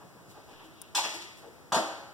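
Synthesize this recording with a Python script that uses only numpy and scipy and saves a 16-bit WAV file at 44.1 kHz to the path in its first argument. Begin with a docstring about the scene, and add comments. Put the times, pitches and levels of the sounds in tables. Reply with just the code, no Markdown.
"""Two footsteps on a dusty concrete floor in the bare hallway of an unfinished house.
Heel and sole knock, grit crunches under them, and the hard walls and empty rooms beyond ring on.
Around the steps come soft shuffles, clothing rustle and a tiny close tick, over quiet room air.
It is all heard from a phone in the walker's hand, which widens the stereo image."""
import sys
import numpy as np
from scipy import signal
from scipy.fft import rfft, irfft, next_fast_len
from scipy.io import wavfile

SR = 44100
rng = np.random.default_rng(int(sys.argv[2]) if len(sys.argv) > 2 else 0)


def wrap_up_sound(samples):
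    """Save the sound to the file named by the first command line argument, as 16-bit audio."""
    columns = np.atleast_2d(samples).T
    # keep every value between -1 and 1, then stretch to whole-number steps
    tamed = np.clip(columns, -1, 1)
    steps = np.round(tamed * 32767).astype(np.int16)
    wavfile.write(sys.argv[1], SR, steps)


N = 94241
T = np.arange(next_fast_len(N + 2048)) / SR  # the scene, padded
HIT_T = np.arange(8192) / SR  # one short hit
ROOM_T = np.arange(40960) / SR  # the room's response
MIC_SPACING_M, SOUND_M_PER_S = 0.15, 343


def knocks():
    """Each contact of heel or sole on the slab rings the shoe for a few cycles at most."""
    # shoe contacts: start_s, level_db, resonance_hz, width_hz
    contacts = [(0.948, -44.5, 1020, 635), (0.949, -59, 99, 140), (0.952, -39.5, 3520, 640),
                (0.953, -42.5, 1010, 530), (0.978, -34, 895, 430), (1.041, -45, 3410, 700),
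                (1.043, -43, 850, 580), (1.7207, -30.5, 966, 695), (1.721, -42.5, 136, 130),
                (1.724, -35, 684, 310), (1.744, -29.5, 830, 560), (1.763, -35, 226, 212),
                (1.770, -34, 1240, 834), (1.777, -33, 637, 253)]
    return sum(hit(irfft(resonance(hz, width, HIT_T)), start, db) for start, db, hz, width in contacts)


def crunches():
    """Sand grains crack under the sole in quickly thinning bursts."""
    # bursts of crushed grit: start_s, level_db, decay_s, tilt_db_per_octave
    crushes = [(0.506, -57, 0.0071, -6.5), (0.533, -59.5, 0.0011, -6.5), (0.949, -29, 0.0088, 1.4),
               (0.973, -34.5, 0.014, 0), (1.039, -36.5, 0.0077, -3), (1.095, -46.5, 0.0011, 1),
               (1.14, -47, 0.006, 4), (1.209, -50.5, 0.0052, 0.5), (1.372, -59.5, 0.0063, 10.5),
               (1.723, -34, 0.004, 0.5), (1.744, -33, 0.0067, 0.5)]
    # tone of the grit: frequency_hz, gain_db
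    grit_eq = [(60, -38.5), (300, -4.5), (600, -10.5), (1500, -2), (2300, 0.5), (3300, 0.5), (4200, 1.5),
               (5500, 0), (7400, -2.5), (10000, -11), (15500, -22)]
    grains_per_s, spread_db = 3500, 5.5
    out, n = 0, len(HIT_T)
    for start, db, decay, tilt in crushes:
        cracks = (rng.random(n) < grains_per_s / SR) * rng.choice([-1, 1], n)
        grains = cracks * amp(spread_db * rng.standard_normal(n))
        colour = causal(curve(grit_eq, HIT_T) + tilt * np.log2(bins(HIT_T)))
        out = out + hit(shape(grains * np.exp(-HIT_T / decay), colour), start, db)
    return out


def shuffles():
    """The shoe rubs in dull, soft puffs of noise as the weight shifts."""
    # shoe rubs: start_s, level_db, resonance_hz, width_hz
    rubs = [(0.0, -55.5, 720, 830), (0.021, -51, 140, 86), (0.14, -56, 140, 94), (0.16, -61, 870, 900),
            (0.255, -49.5, 131, 60), (0.35, -54, 650, 910), (0.47, -59, 720, 805), (0.624, -60, 317, 81),
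            (0.59, -55.5, 1040, 910), (1.13, -52.5, 333, 140), (1.42, -54, 520, 1000),
            (1.45, -55.5, 433, 487)]
    peak_s = 0.01
    swell = HIT_T * np.exp(-HIT_T / peak_s)
    out = 0
    for start, db, hz, width in rubs:
        puff = rng.standard_normal(len(HIT_T)) * swell
        out = out + hit(shape(puff, resonance(hz, width, HIT_T)), start, db)
    return out


def rustles():
    """Clothing brushes in short swells as the legs swing."""
    # cloth swells: peak_s, half_length_s, level_db, centre_hz, width_hz
    brushes = [(0.31, 0.016, -58, 5800, 11100), (0.378, 0.062, -65.5, 3500, 4030),
               (0.505, 0.028, -66, 3720, 6060), (0.61, 0.055, -60.5, 3060, 1530),
               (0.653, 0.014, -61.5, 4800, 8900), (0.83, 0.079, -61.5, 3080, 1800)]
    cloth, out = diffuse(T), 0
    for peak, half_length, db, hz, width in brushes:
        swell = np.exp(-((T - peak) / half_length) ** 2 / 2)
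        out = out + level(shape(cloth, resonance(hz, width, T)), db) * swell
    return out


def ticks():
    """A tiny bright double click on the left, too close to wake the room."""
    # dry clicks beside the microphone: start_s, level_db, decay_s
    clicks = [(0.8166, -51, 0.00064), (0.8209, -58.5, 0.00045)]
    # tone of the clicks: frequency_hz, gain_db
    click_eq = [(800, -24), (2800, -18), (4500, -19), (5700, -8.5), (7500, -8.5), (9700, 2), (11300, -3),
                (12400, -21), (14500, -9), (16000, -9)]
    colour, out = causal(curve(click_eq, HIT_T)), 0
    for start, db, decay in clicks:
        snap = rng.standard_normal(len(HIT_T)) * np.exp(-HIT_T / decay)
        out = out + hit(shape(snap, colour), start, db)
    return pan(db=7.5) * out


def wall_slaps():
    """Early echoes off the near walls, each reaching the two microphones from its own angle."""
    count, first_s, span_s = 24, 0.003, 0.04
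    slaps = np.zeros((2, len(ROOM_T)))
    for lateness, angle, size in rng.random((count, 3)):
        skew_s = np.array([1, -1]) * (angle - .5) * MIC_SPACING_M / SOUND_M_PER_S
        arrival_s = first_s + lateness * span_s + skew_s
        slaps[[0, 1], (arrival_s * SR).astype(int)] += (.5 + size) * np.exp(-lateness)
    return slaps


def house_tail():
    """The empty rooms ring on, each band dying away at its own rate."""
    # reverb time of the house: frequency_hz, t60_s
    decays = [(120, 0.19), (240, 0.51), (490, 0.83), (980, 0.83), (2000, 0.96), (4000, 0.85), (8000, 0.66),
              (16000, 0.6)]
    centres = np.array(decays)[:, 0]
    noise, tail = diffuse(ROOM_T), 0
    for (_, t60), solo in zip(decays, np.eye(len(centres))):
        band = curve(np.c_[centres, solo], ROOM_T)
        tail = tail + shape(noise, band) * fade(t60)
    return tail


def hallway(x):
    """A weak direct path, wall slaps, the hallway's short ring and standing wave, and the house's tail."""
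    direct_db, build_s, standing_hz = -9.5, 0.003, 321
    build = 1 - np.exp(-ROOM_T / build_s)
    tail = energy(house_tail() * build, db=-4)
    ring = energy(diffuse(ROOM_T) * fade(t60_s=0.19) * build, db=-2.5)
    slaps = energy(wall_slaps(), db=-11.5)
    standing = energy(np.sin(2 * np.pi * standing_hz * ROOM_T) * fade(t60_s=0.64), db=-23.5)
    response = tail + ring + slaps + standing
    response[:, 0] += amp(direct_db)
    return signal.fftconvolve(x[None], response)[:, :len(T)]


def air():
    """Quiet, slightly wavering room tone and the microphones' own hiss."""
    # spectrum of the room tone: frequency_hz, gain_db
    air_eq = [(25, -25), (60, 4), (140, 6.5), (230, -2), (330, 0.5), (480, -5.5), (800, -5.5), (1250, -5.5),
              (1700, -12), (3000, -30.5), (5000, -20.5), (15000, -26.5)]
    waver_db, hiss_db_per_octave = 0.3, -7.5
    waver = np.interp(T, np.linspace(0, T[-1], 18), rng.standard_normal(18))
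    room = shape(diffuse(T), amp(curve(air_eq, T)))
    rolloff = amp(hiss_db_per_octave * np.log2(1 + bins(T) / 2000))
    hiss = shape(rng.standard_normal((2, len(T))), rolloff)
    return level(room, db=-54) * amp(waver_db * waver) + level(hiss, db=-62)


def diffuse(t):
    """Noise from all sides at two spaced microphones: alike in the bass, unrelated above."""
    alike = np.sinc(2 * bins(t) * MIC_SPACING_M / SOUND_M_PER_S)
    mid, side = shape(rng.standard_normal((2, len(t))), np.sqrt([1 + alike, 1 - alike]))
    return np.array([mid + side, mid - side])


def hit(x, start_s, db):
    """Place a short sound, with the energy of 50 ms held at this level."""
    out, i = np.zeros(len(T)), int(start_s * SR)
    out[i:i + len(x)] = energy(x, db)[:len(T) - i] * np.sqrt(0.05 * SR)
    return out


def fade(t60_s):
    """A room decay that falls 60 dB in the given time."""
    return np.exp(-np.log(1000) * ROOM_T / t60_s)


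def resonance(hz, width, t):
    """The response of a band-pass applied twice."""
    f = bins(t)
    return 1 / (1 + 1j * (f ** 2 - hz ** 2) / (f * width)) ** 2


def causal(db):
    """The minimum-phase response with these gains: it never rings ahead of a hit."""
    cepstrum = irfft(db * np.log(10) / 20)
    cepstrum[1:len(cepstrum) // 2] *= 2
    cepstrum[len(cepstrum) // 2 + 1:] = 0
    return np.exp(rfft(cepstrum))


def shape(x, response):
    """Filter by a frequency response."""
    return irfft(rfft(x) * response, x.shape[-1])


def curve(points, t):
    """A table read at every frequency, straight on a log axis."""
    hz, value = np.array(points, float).T
    return np.interp(np.log(bins(t)), np.log(hz), value)


def bins(t):
    """Frequencies of the spectrum of a sound as long as t."""
    return np.maximum(np.arange(len(t) // 2 + 1) * SR / len(t), 1)


def pan(db):
    """Left and right gains for a level difference."""
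    return amp(np.vstack([db, -db]) / 2)


def energy(x, db):
    """Scale to a total energy per channel."""
    return level(x, db) / np.sqrt(x.shape[-1])


def level(x, db):
    """Scale to an rms level."""
    return x * amp(db) / np.sqrt(np.mean(x ** 2) + 1e-30)


def amp(db):
    """Decibels to gain."""
    return 10 ** (np.asarray(db) / 20)


def scene():
    """The feet sound through the hallway; cloth and ticks stay close and dry over the room tone."""
    moved_on_s = 1.65  # farther along, the second step gets its own echoes
    feet = knocks() + crunches() + shuffles()
    steps = hallway(feet * (T < moved_on_s)) + hallway(feet * (T >= moved_on_s))
    return (steps + rustles() + ticks() + air())[:, :N]


def record(dry):
    """The phone widens the stereo image, favours the left in the treble and cuts the top."""
    # widening, each channel fed inverted and late into the other: frequency_hz, gain_db
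    crossfeed = [(60, -2), (400, 1), (1100, -11.5), (2200, -0.6), (3300, -7.2), (4400, -2.5), (5500, -9),
                 (6500, -6.5), (7600, -9.5), (9500, -26), (16000, -35)]
    # tone of the left-right difference, lifted in the bass: frequency_hz, gain_db
    side_eq = [(30, 2), (70, 2), (140, 7.5), (260, 0.5), (420, -1), (600, 1), (1000, -10.5), (2000, 1),
               (8000, -1)]
    # left microphone over the right: frequency_hz, difference_db
    balance = [(150, 0), (600, 2), (1200, -0.5), (3000, 1.5), (6000, 2), (9000, 5), (15000, 2)]
    crossfeed_s, top_hz = 0.0004591, 15800
    mics = rfft(dry, len(T))
    delay = np.exp(-2j * np.pi * bins(T) * crossfeed_s)
    wide = mics - mics[::-1] * amp(curve(crossfeed, T)) * delay
    mid = wide.mean(axis=0)
    side = (wide - mid) * amp(curve(side_eq, T))
    stereo = irfft((mid + side) * pan(curve(balance, T)), len(T))[:, :N]
    return signal.sosfilt(signal.ellip(10, .2, 80, top_hz, fs=SR, output="sos"), stereo)


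dry = scene()
out = record(dry)
wrap_up_sound(out)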